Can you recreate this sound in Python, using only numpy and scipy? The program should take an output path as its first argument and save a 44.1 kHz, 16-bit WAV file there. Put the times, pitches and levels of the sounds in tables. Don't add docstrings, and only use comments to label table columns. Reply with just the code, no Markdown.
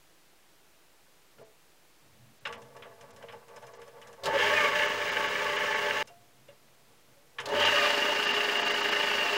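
import sys
import numpy as np
from scipy import signal
from scipy.fft import rfft, irfft, next_fast_len
from scipy.io import wavfile
from scipy.ndimage import uniform_filter1d, map_coordinates

SR = 44100
rng = np.random.default_rng(int(sys.argv[2]) if len(sys.argv) > 2 else 0)


def invert_db(level):
    return 10 ** (np.asarray(level, dtype=float) / 20)


def master(y):
    cut = np.clip(np.atleast_2d(y).T, -1, 1)
    pcm = np.round(cut * 32767)
    wavfile.write(sys.argv[1], SR, pcm.astype(np.int16))


N = 413216
TIME = np.arange(N) / SR


def unit(x):
    return x / np.sqrt(np.mean(x ** 2) + 1e-20)


def noise():
    return rng.standard_normal(N)


def wobble(rate):
    knots = rng.standard_normal(int(N * rate / SR) + 4)
    return map_coordinates(knots, [TIME * rate])


def sine(hz, phase=0):
    return np.sin(2 * np.pi * hz * TIME + phase)


def filtered(x, response):
    m = next_fast_len(N + SR // 2)
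    hz = np.fft.rfftfreq(m, 1 / SR) + 1e-3
    return irfft(rfft(x, m) * response(hz), m)[..., :N]


def colour(points):
    hz, db = np.transpose(points)
    return lambda f: invert_db(np.interp(np.log(f), np.log(hz), db))


def modes(peaks):
    def response(f):
        total = 0
        for k, (hz, width, db) in enumerate(peaks):
            damping = 1j * f * width
            total = total + (-1) ** k * invert_db(db) * damping / (hz * hz - f * f + damping)
        return total
    return response


def band(x, lo_hz, hi_hz):
    return unit(filtered(x, lambda f: 1 / np.sqrt((1 + (lo_hz / f) ** 16) * (1 + (f / hi_hz) ** 16))))


def bursts(times, levels_db, t60s, rise):
    env, t = np.zeros(N + SR), np.arange(SR // 2) / SR
    for s, db, t60 in zip(times, levels_db, t60s):
        env[round(s * SR):][:len(t)] += invert_db(db - 60 * t / t60) * (1 - np.exp(-t / rise))
    return env[:N]


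def impacts(spiky_db, rate):
    return noise() * invert_db(spiky_db * wobble(rate))


def speed(start_s, full_hz):
    ramp_s, overshoot_hz, hunt_s, hunt_fade_s = .225, 12, .4, .25
    since = np.maximum(TIME - start_s - ramp_s, 0)
    swing = overshoot_hz * np.exp(-since / hunt_fade_s) * np.sin(2 * np.pi * since / hunt_s)
    return full_hz * np.clip((TIME - start_s) / ramp_s, 0, 1) + swing


# drive_multiple, first_run_db, second_run_db, added_pulling_db, added_braking_db
ORDERS = [(4, -45, -46, 9, 15), (6, -47, -49, 18, -6), (8, -48, -50, 8, 22), (12, -47, -48, 6, 11),
          (16, -52, -54, 4, 25)]
# pitch_hz, first_run_db, second_run_db
SINGING = [(414, -44.5, -41.5), (699, -56, -49)]
# drive_multiple, first_run_db, second_run_db
SIDE_TONES = [(2, -67.5, -72), (3, -80, -75), (4, -76, -76), (6, -78, -73)]


def motor(drive_hz, bed, run):
    angle = 2 * np.pi * np.cumsum(drive_hz) / SR
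    slope = np.gradient(drive_hz) * SR
    unrest = 1 + np.minimum(np.abs(slope) / 150, 2.5)
    change = uniform_filter1d(slope, size=900)
    pull = np.clip(change / 150, 0, 1) * (drive_hz / drive_hz.max()) ** 2
    brake = np.clip(-change / 62, 0, 1)
    grid_hz = np.arange(1, 3000, 2.)
    bed_gain = np.abs(modes(bed)(grid_hz)) ** .5

    tones = np.zeros(N)
    for multiple, *run_db, pull_db, brake_db in ORDERS:
        level_db = run_db[run] + pull_db * pull + brake_db * brake
        level_db += 2.3 * (pull + brake) * (wobble(45) - 2.05)
        level_db += 1.6 * wobble(7) + 1.5 * unrest * wobble(60)
        tone = np.sin(multiple * angle + 0.41 * unrest * wobble(50))
        tones += np.interp(multiple * drive_hz, grid_hz, bed_gain) * invert_db(level_db) * tone

    turning = np.clip(3 * drive_hz / drive_hz[-1] - .4, 0, 1)
    for hz, *run_db in SINGING:
        level_db = run_db[run] + 1.6 * wobble(9) + 1.3 * wobble(40)
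        tones += turning * invert_db(level_db) * sine(hz, .6 * wobble(25))

    carrier_hz = 15961
    for multiple, *run_db in SIDE_TONES:
        tones += invert_db(run_db[run] + 2.8 * wobble(25)) * sine(carrier_hz, -multiple * angle)
    shaft_angle = 27.2 / 148 * angle
    return np.sqrt(2) * tones, shaft_angle


SPLITS_HZ = [120, 480, 1380, 4000, 19000]


def gears(effort_db, slow_db, inrush, bed, wash, knocks, shaft, wash_db, throb_db, knock_hz, hum_db,
          growl_db, hiss_db, cap_db):
    growl_db = growl_db + effort_db - 0.054 * slow_db
    rattle_db = effort_db + 0.78 * slow_db
    hiss_db = hiss_db + 0.86 * (effort_db + 28.5) + 0.89 * slow_db
    running_db = np.minimum(growl_db, cap_db)
    turn = (1 + 0.13 * wobble(6)) * np.cos(shaft + 0.55 * wobble(3.2))

    s, peak_db = np.transpose(knocks)
    blows = bursts(s - .003, peak_db, 0 * s + 0.03, rise=0.002)
    first_contact = bursts(s - .001, peak_db + 8, 0 * s + .0006, rise=.00005)
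    forces = np.array([invert_db(throb_db * turn) * impacts(2.14, 400),
                       invert_db(0.42 * throb_db * turn) * impacts(2.7, 400),
                       first_contact + invert_db(-9) * blows * noise()])
    rattled_bed = [(hz, w, db - 6 * (hz < 800 and w < 20)) for hz, w, db in bed]
    main, fine, struck = filtered(forces, modes(rattled_bed))

    def body(ringing, depth_db):
        broad = filtered(invert_db(depth_db * turn) * impacts(0.87, 600), colour(wash))
        return unit(ringing) + invert_db(wash_db) * unit(broad)

    steady = body(main, throb_db)
    sound = invert_db(running_db - 9.5) * band(steady, *SPLITS_HZ[:2])
    sound += invert_db((growl_db + running_db) / 2 - 2) * band(steady, *SPLITS_HZ[1:3])
    sound += invert_db(rattle_db - 3) * band(steady, *SPLITS_HZ[2:4])
    sound += invert_db(hiss_db) * band(body(fine, 0.41 * throb_db), *SPLITS_HZ[3:])
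    sound += invert_db(running_db - 34) * band(steady, 25, 97)

    sound += invert_db(0.5) * np.sqrt(np.mean(blows ** 2)) * band(struck, knock_hz, 3400)
    hum = np.sqrt(2) * sine(99, .5 * wobble(12))
    return sound + (invert_db(hum_db) + inrush) * invert_db(0.44 * slow_db + 2.7 * wobble(10)) * hum


def spindle(start_s, full_hz, effort, bed, wash, knocks, run, **mix):
    drive_hz = speed(start_s, full_hz)
    effort_s, effort_points_db = np.transpose(effort)
    effort_db = np.interp(TIME, effort_s, effort_points_db)
    gate = (TIME >= effort_s[0]) & (TIME <= effort_s[-1])
    tones, shaft = motor(drive_hz, bed, run)
    slow_db = 20 * np.log10(np.clip(drive_hz / full_hz, .15, 1))
    inrush_peak_s, inrush_width_s = start_s + 0.2, 0.23
    inrush = invert_db(-54) * np.exp(-((TIME - inrush_peak_s) / inrush_width_s) ** 2)
    return gate * (tones + gears(effort_db, slow_db, inrush, bed, wash, knocks, shaft, **mix))


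# pitch_hz, width_hz, level_db
BED_SIDE = [(408, 10, -0.5), (499, 69, -12.0), (592, 11, 1.5), (700, 13, -10.0), (770, 8, -19.5),
            (876, 16, 0.0), (1119, 19, -3.5), (1186, 8, -8.5), (1261, 150, -18.0), (1331, 8, -9.5),
            (1501, 78, -12.5), (1601, 95, -7.5), (1746, 35, -1.0), (1862, 33, -10.5), (1942, 29, -6.5),
            (2042, 18, -5.5), (2096, 50, -8.5), (2187, 51, -7.0), (2299, 53, -8.5), (2413, 36, -13.5),
            (2463, 16, -11.5), (2558, 30, -11.5), (2685, 31, -10.0), (2778, 19, -3.0), (2886, 86, -9.0),
            (3050, 93, -11.5), (3167, 44, -12.0), (3431, 85, -17.0), (3574, 11, -14.5), (3649, 16, -20.5),
            (3841, 46, -18.5), (4075, 23, -20.0), (4189, 8, -25.5), (4326, 16, -23.5), (4475, 47, -22.5),
            (4943, 150, -24.5), (5160, 40, -21.0), (5361, 150, -32.5), (5712, 37, -22.5), (5982, 8, -21.5),
            (6139, 8, -30.0), (6231, 8, -22.0), (6353, 49, -26.5), (6526, 126, -29.0), (6888, 150, -30.5),
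            (7428, 8, -29.0)]
# pitch_hz, level_db (per Hz)
WASH_SIDE = [(18, -45.0), (60, -28.0), (140, -25.0), (250, -20.5), (780, -22.5), (1400, -19.0),
             (2200, -26.5), (3300, -26.5), (5500, -31.0), (8000, -36.5), (11000, -44.0), (11700, -41.5),
             (15800, -44.0)]
# start_s, peak_db
KNOCKS_FIRST = [(4.3093, -26), (4.3772, -20.5), (4.4226, -17), (4.4689, -18), (4.5268, -20), (4.5617, -19),
                (4.7304, -23), (4.7543, -19), (4.7912, -18.5), (4.8326, -18.5), (4.9174, -18.5),
                (4.9903, -28), (5.0671, -23), (5.096, -20.5), (5.1404, -25), (5.1679, -18), (5.2237, -23),
                (5.3519, -21.5), (5.3968, -22.5), (5.4682, -22), (5.5849, -23), (5.6203, -25),
                (5.6567, -22.5), (5.7246, -20.5), (5.759, -19), (5.8822, -23.5), (5.9072, -15.5)]
# time_s, level_db
EFFORT_FIRST = [(4.212, -62), (4.261, -28), (4.285, -29.5), (4.32, -29.5), (4.44, -24.5), (4.5, -26.5),
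                (4.64, -25), (4.685, -26.5), (4.715, -31.5), (4.77, -26), (4.855, -27.5), (4.9, -30.5),
                (4.96, -31.5), (5.09, -30), (5.5, -30), (6.028, -30)]


def first_run():
    return spindle(4.212, 148.1, EFFORT_FIRST, BED_SIDE, WASH_SIDE, KNOCKS_FIRST, run=0,
                   wash_db=-10.5, throb_db=1.8, knock_hz=1520, hum_db=-63.5,
                   growl_db=-4, hiss_db=-44.5, cap_db=-33)


# pitch_hz, width_hz, level_db
BED_ABOVE = [(409, 8, 1.5), (588, 18, -2.0), (702, 8, -2.5), (811, 8, -11.0), (877, 38, -5.5),
             (1202, 150, -11.0), (1328, 17, -10.5), (1493, 68, -9.0), (1660, 57, -4.5), (1766, 38, -3.0),
             (1850, 43, -3.0), (1947, 150, -11.5), (2051, 30, -6.5), (2126, 14, -10.0), (2205, 44, -9.5),
             (2418, 85, -10.0), (2549, 19, -8.0), (2682, 51, -5.0), (2782, 20, 3.0), (2850, 31, 2.5),
             (2943, 54, -4.0), (3088, 64, -8.0), (3342, 41, -12.0), (3432, 25, -10.0), (3605, 66, -17.0),
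             (3662, 35, -14.0), (3831, 115, -16.5), (3945, 41, -12.5), (4090, 101, -23.0),
             (4204, 30, -18.0), (4351, 24, -15.5), (4459, 55, -15.5), (4682, 136, -17.0),
             (5002, 150, -19.0), (5226, 42, -18.0), (5331, 29, -22.0), (5425, 8, -40.5), (5606, 150, -30.0),
             (5874, 16, -17.5), (5996, 27, -30.0), (6132, 8, -22.0), (6238, 31, -23.5), (6498, 21, -24.0),
             (6619, 83, -29.0), (6874, 44, -25.0), (7132, 89, -28.5)]
# pitch_hz, level_db (per Hz)
WASH_ABOVE = [(18, -37.5), (60, -39.5), (140, -27.5), (250, -15.0), (780, -17.5), (1400, -23.0),
              (2200, -13.0), (3300, -32.5), (5500, -28.0), (8000, -36.0), (11000, -45.5), (11700, -40.5),
              (15800, -43.0)]
# start_s, peak_db
KNOCKS_SECOND = [(7.634, -17), (7.671, -14), (7.6982, -19), (7.799, -26), (7.8244, -22), (7.8673, -22),
                 (7.9003, -23), (7.9406, -24), (7.985, -22), (8.0225, -19), (8.0552, -21), (8.1327, -25),
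                 (8.1816, -32), (8.224, -16.5), (8.2647, -24), (8.288, -18), (8.3631, -15.5),
                 (8.4038, -18.5), (8.4965, -20), (8.5522, -20), (8.6031, -27), (8.6275, -22), (8.6682, -28),
                 (8.7032, -21), (8.76, -22), (8.8166, -25), (8.849, -18.5), (8.9216, -17.5), (8.9613, -18),
                 (8.9967, -23), (9.0294, -15.5), (9.071, -21.5), (9.102, -18), (9.1339, -19.5),
                 (9.1818, -26), (9.2084, -24), (9.2624, -25), (9.2835, -20), (9.3289, -24), (9.3554, -22)]
# time_s, level_db
EFFORT_SECOND = [(7.44, -49), (7.48, -33.5), (7.52, -26), (7.66, -22), (7.72, -23.5), (7.86, -22.5),
                 (7.95, -24.5), (8.25, -27), (9.37, -26.5)]


def second_run():
    return spindle(7.432, 148.7, EFFORT_SECOND, BED_ABOVE, WASH_ABOVE, KNOCKS_SECOND, run=1,
                   wash_db=-8.5, throb_db=2.4, knock_hz=2000, hum_db=-71,
                   growl_db=-6, hiss_db=-42.5, cap_db=-32)


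# time_s, half_length_s, pitch_hz, width_hz,
# level_db
FLARES = [(4.284, 0.026, 612, 30, -36.5), (4.314, 0.051, 890, 48, -34), (7.566, .07, 415.7, 13, -33.5),
          (7.674, 0.034, 595, 33, -28), (4.282, 0.016, 144, 32, -45), (4.346, 0.071, 552, 27, -31.5),
          (4.427, 0.062, 3220, 410, -37), (7.53, 0.052, 914, 56, -36), (7.67, 0.027, 900, 40, -30),
          (7.63, .025, 1950, 70, -33.5), (7.77, 0.017, 1200, 150, -31), (4.45, .025, 880, 47, -27.5),
          (4.6, .05, 2200, 79, -32), (4.65, 0.042, 2200, 120, -33), (4.66, 0.055, 1150, 50, -33),
          (4.58, .06, 1780, 60, -31.5), (4.82, 0.042, 1720, 92, -32.5), (4.8, .05, 590, 30, -34),
          (7.82, .1, 585, 25, -31), (4.5, .06, 605, 35, -33), (4.69, .04, 560, 30, -35),
          (4.29, .05, 700, 40, -40), (8.05, .12, 590, 40, -38), (7.568, 0.066, 570, 37, -31),
          (7.633, 0.061, 3080, 320, -31)]


def flares():
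    sound = np.zeros(N)
    for s, half_s, hz, width, db in FLARES:
        mode = modes([(hz, width, 0)])
        ringing = unit(filtered(noise(), lambda f: mode(f) ** 2))
        sound += invert_db(db) * np.exp(-((TIME - s) / half_s) ** 2) * ringing
    return sound


# pitch_hz, width_hz, level_db
ROD = [(402, 4.9, 2), (468, 10.2, 7.5), (568, 39, -0.5), (673, 18, 0.5), (880, 41, -2.5), (1007, 12, -4),
       (1129, 35, -4), (1570, 150, -16.5), (1714, 29, -9.5), (1980, 160, -18.5), (2420, 20, -20),
       (2744, 27, -13), (3080, 160, -20), (5130, 40, 1.5), (6400, 1400, -8)]
# pitch_hz, width_hz, level_db
BENCH = [(90, 21, -6.5), (128.7, 12.4, 4.5), (219, 13.6, -0.5), (275, 6.5, -2)]
# start_s, length_s, scrape_db, rumble_db
HOLDS = [
    (1.363, 0.091, -61, -70),
    (1.998, 0.39, -78, -63.5),
    (2.452, 1.01, -55, -64.5),
    (3.452, 0.74, -53, -67.5),
    (4.12, 0.16, -58.5, -70),
    (6.026, 0.044, -60, -63),
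    (6.09, 0.4, -80, -71.5),
    (6.75, .42, -87, -76),
    (6.353, 1.5, -73.5, -73),
]
# start_s, scrape_db, rumble_db, t60_s
JOLTS = [(1.375, -55, -64, 0.47), (2.24, -64, -68, 0.23), (2.42, -58, -56, 0.22), (2.451, -41.5, -59, 0.56),
         (2.525, -47, -70, 0.15), (2.74, -53, -77, 0.24), (2.822, -64, -83, 0.88), (3.17, -58, -75, .3),
         (3.224, -55, -75, .2), (3.287, -49.5, -66, 0.5), (3.42, -60, -79, .3), (3.53, -54, -79, .3),
         (3.56, -54, -79, 0.3), (3.625, -54, -79, .3), (3.665, -56, -79, .3), (4.225, -46, -70, 0.59),
         (6.075, -50, -63, 0.18), (6.48, -58, -63, 0.29), (7.165, -72, -75, 0.2), (7.29, -74, -77, .2),
         (7.35, -57, -78, .3), (7.385, -42, -58, 1), (7.452, -60, -62, 0.26)]


def lever_drag():
    scrape = band(filtered(impacts(3.2, 50), modes(ROD)), 380, 2500)
    pin = modes([(5170, 170, 0)])
    scrape += invert_db(-29) * unit(filtered(impacts(6, 60), lambda f: pin(f) ** 2))
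    rumble = unit(filtered(impacts(1.5, 20), modes(BENCH)))
    s, scrape_db, rumble_db, t60 = np.transpose(JOLTS)
    drag = bursts(s, scrape_db, t60, rise=0.012)
    lean = bursts(s, rumble_db, t60, rise=0.012)
    for s, length, scrape_db, rumble_db in HOLDS:
        fade_s = min(0.07, length / 4)
        grip = np.clip(np.minimum(TIME - s, s + length - TIME) / fade_s, 0, 1)
        drag += invert_db(scrape_db) * grip
        lean += invert_db(rumble_db) * grip
    return drag * scrape + lean * rumble * invert_db(1.8 * wobble(6))


# start_s, tick_db (above 3.5 kHz), clack_db (1.3-3.5 kHz)
CLICKS = [(1.3834, -59, -65), (2.4525, -43, -32.5), (2.4714, -43, -62), (2.5247, -38, -42.5),
          (2.6184, -47, -59), (2.7651, -48, -57), (2.8224, -57, -46), (3.0096, -43.5, -56),
          (3.1053, -46, -64), (3.162, -43.5, -59), (3.2246, -50, -53.5), (3.285, -64, -46),
          (3.3234, -49, -57), (3.4815, -49, -60), (3.5613, -42.5, -54.5), (3.623, -48, -56),
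          (3.6671, -45, -64), (3.7349, -42.5, -60), (3.816, -46, -54), (3.8771, -47.5, -59),
          (4.0148, -46, -53), (4.0715, -42, -58), (4.128, -44.5, -58), (6.073, -40, -55.5),
          (6.4824, -56, -59), (7.3847, -44, -33), (7.4014, -33, -55)]


def lever_clicks():
    s, tick_db, clack_db = np.transpose(CLICKS)
    steel = unit(filtered(noise(), modes(ROD))) + invert_db(-2) * noise()
    sound = bursts(s, tick_db - 12, 0 * s + 0.077, rise=0.00037) * band(steel, 3400, 10400)
    sound += bursts(s, clack_db + 0.5, 0 * s + 0.14, rise=.0008) * band(steel, 1410, 3350)
    return sound + bursts(s, clack_db - 9, 0 * s + 0.24, rise=0.003) * band(steel, 850, 1600)


# start_s, peak_db, t60_s
CONTACTS = [
    (4.235, -38.5, 0.21),
    (4.256, -31.5, 0.078),
    (7.456, -34.5, 0.082),
    (7.487, -41, 0.079),
]


def contacts():
    snap = unit(filtered(noise(), colour([(800, -5), (4000, 9.5), (15000, -15.5)])))
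    return bursts(*np.transpose(CONTACTS), rise=0.00083) * snap


# start_s, pitch_hz, level_db, t60_s
RINGS = [(1.396, 460, -45, .1), (1.384, 1400, -55, .06), (1.397, 900, -53, .08), (1.414, 660, -47, .15),
         (1.415, 480, -47, .1), (1.428, 440, -46, .13), (1.472, 430, -58, .25), (1.472, 660, -59, .2),
         (6.078, 560, -52, .15), (6.1, 700, -53.5, .75), (6.082, 2772, -58, .15), (6.484, 2800, -55, .1),
         (6.484, 2150, -57, .08), (6.484, 3500, -59, .1), (6.484, 500, -52, .08), (6.487, 575, -47, .18),
         (7.165, 570, -60, .3)]


def rod_rings():
    sound = np.zeros(N)
    for s, hz, db, t60 in RINGS:
        tone = invert_db(1.5 * wobble(40)) * sine(hz, .5 * wobble(40))
        sound += bursts([s], [db], [t60], rise=0.001) * tone
    return sound


def collar_slip():
    slip_s, from_hz, fall_s = 4.015, 3600, .065
    fall = np.exp(-np.maximum(TIME - slip_s, 0) / fall_s)
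    squeak = np.sin(2 * np.pi * from_hz * np.cumsum(fall) / SR + 2.2 * wobble(300))
    squeak *= invert_db(4 * wobble(120)) * (fall > .17)
    return bursts([slip_s], [-54], [.5], rise=.02) * squeak


# pitch_hz, level_db (per Hz)
ROOM = [(12, -40), (20, -17), (33, -17), (123, -19), (158, -13), (233, -20), (326, -13), (496, -15),
        (1080, -18), (2500, -20), (15800, -29.5)]


def room_air():
    return invert_db(-63) * unit(filtered(noise(), colour(ROOM)))


def scene():
    lathe = first_run() + second_run() + flares()
    lever = lever_drag() + lever_clicks() + contacts() + rod_rings() + collar_slip()
    return (lathe + lever + room_air())[None]


STARVED = [1.439, 2.399, 2.569, 3.125, 3.742, 3.786, 4.874, 5.109, 5.278, 5.577, 5.748, 6.046, 7.648, 8.265,
           8.33, 8.586, 8.631, 8.644, 8.692, 8.735, 8.821, 8.906]


def thin_treble(x):
    treble = filtered(x, lambda f: 1 / (1 + (7500 / f) ** 12))
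    dips = sum(np.exp(-((TIME - s) / .008) ** 4) for s in STARVED)
    return x - 0.87 * dips * treble


def top_cut(x):
    return signal.sosfilt(signal.butter(12, 16460, fs=SR, output="sos"), x)


def record(dry):
    kept = filtered(dry[0], lambda f: f < 15790)
    mix = thin_treble(kept)[None] + .0007
    return top_cut(mix)


dry = scene()
out = record(dry)
master(out)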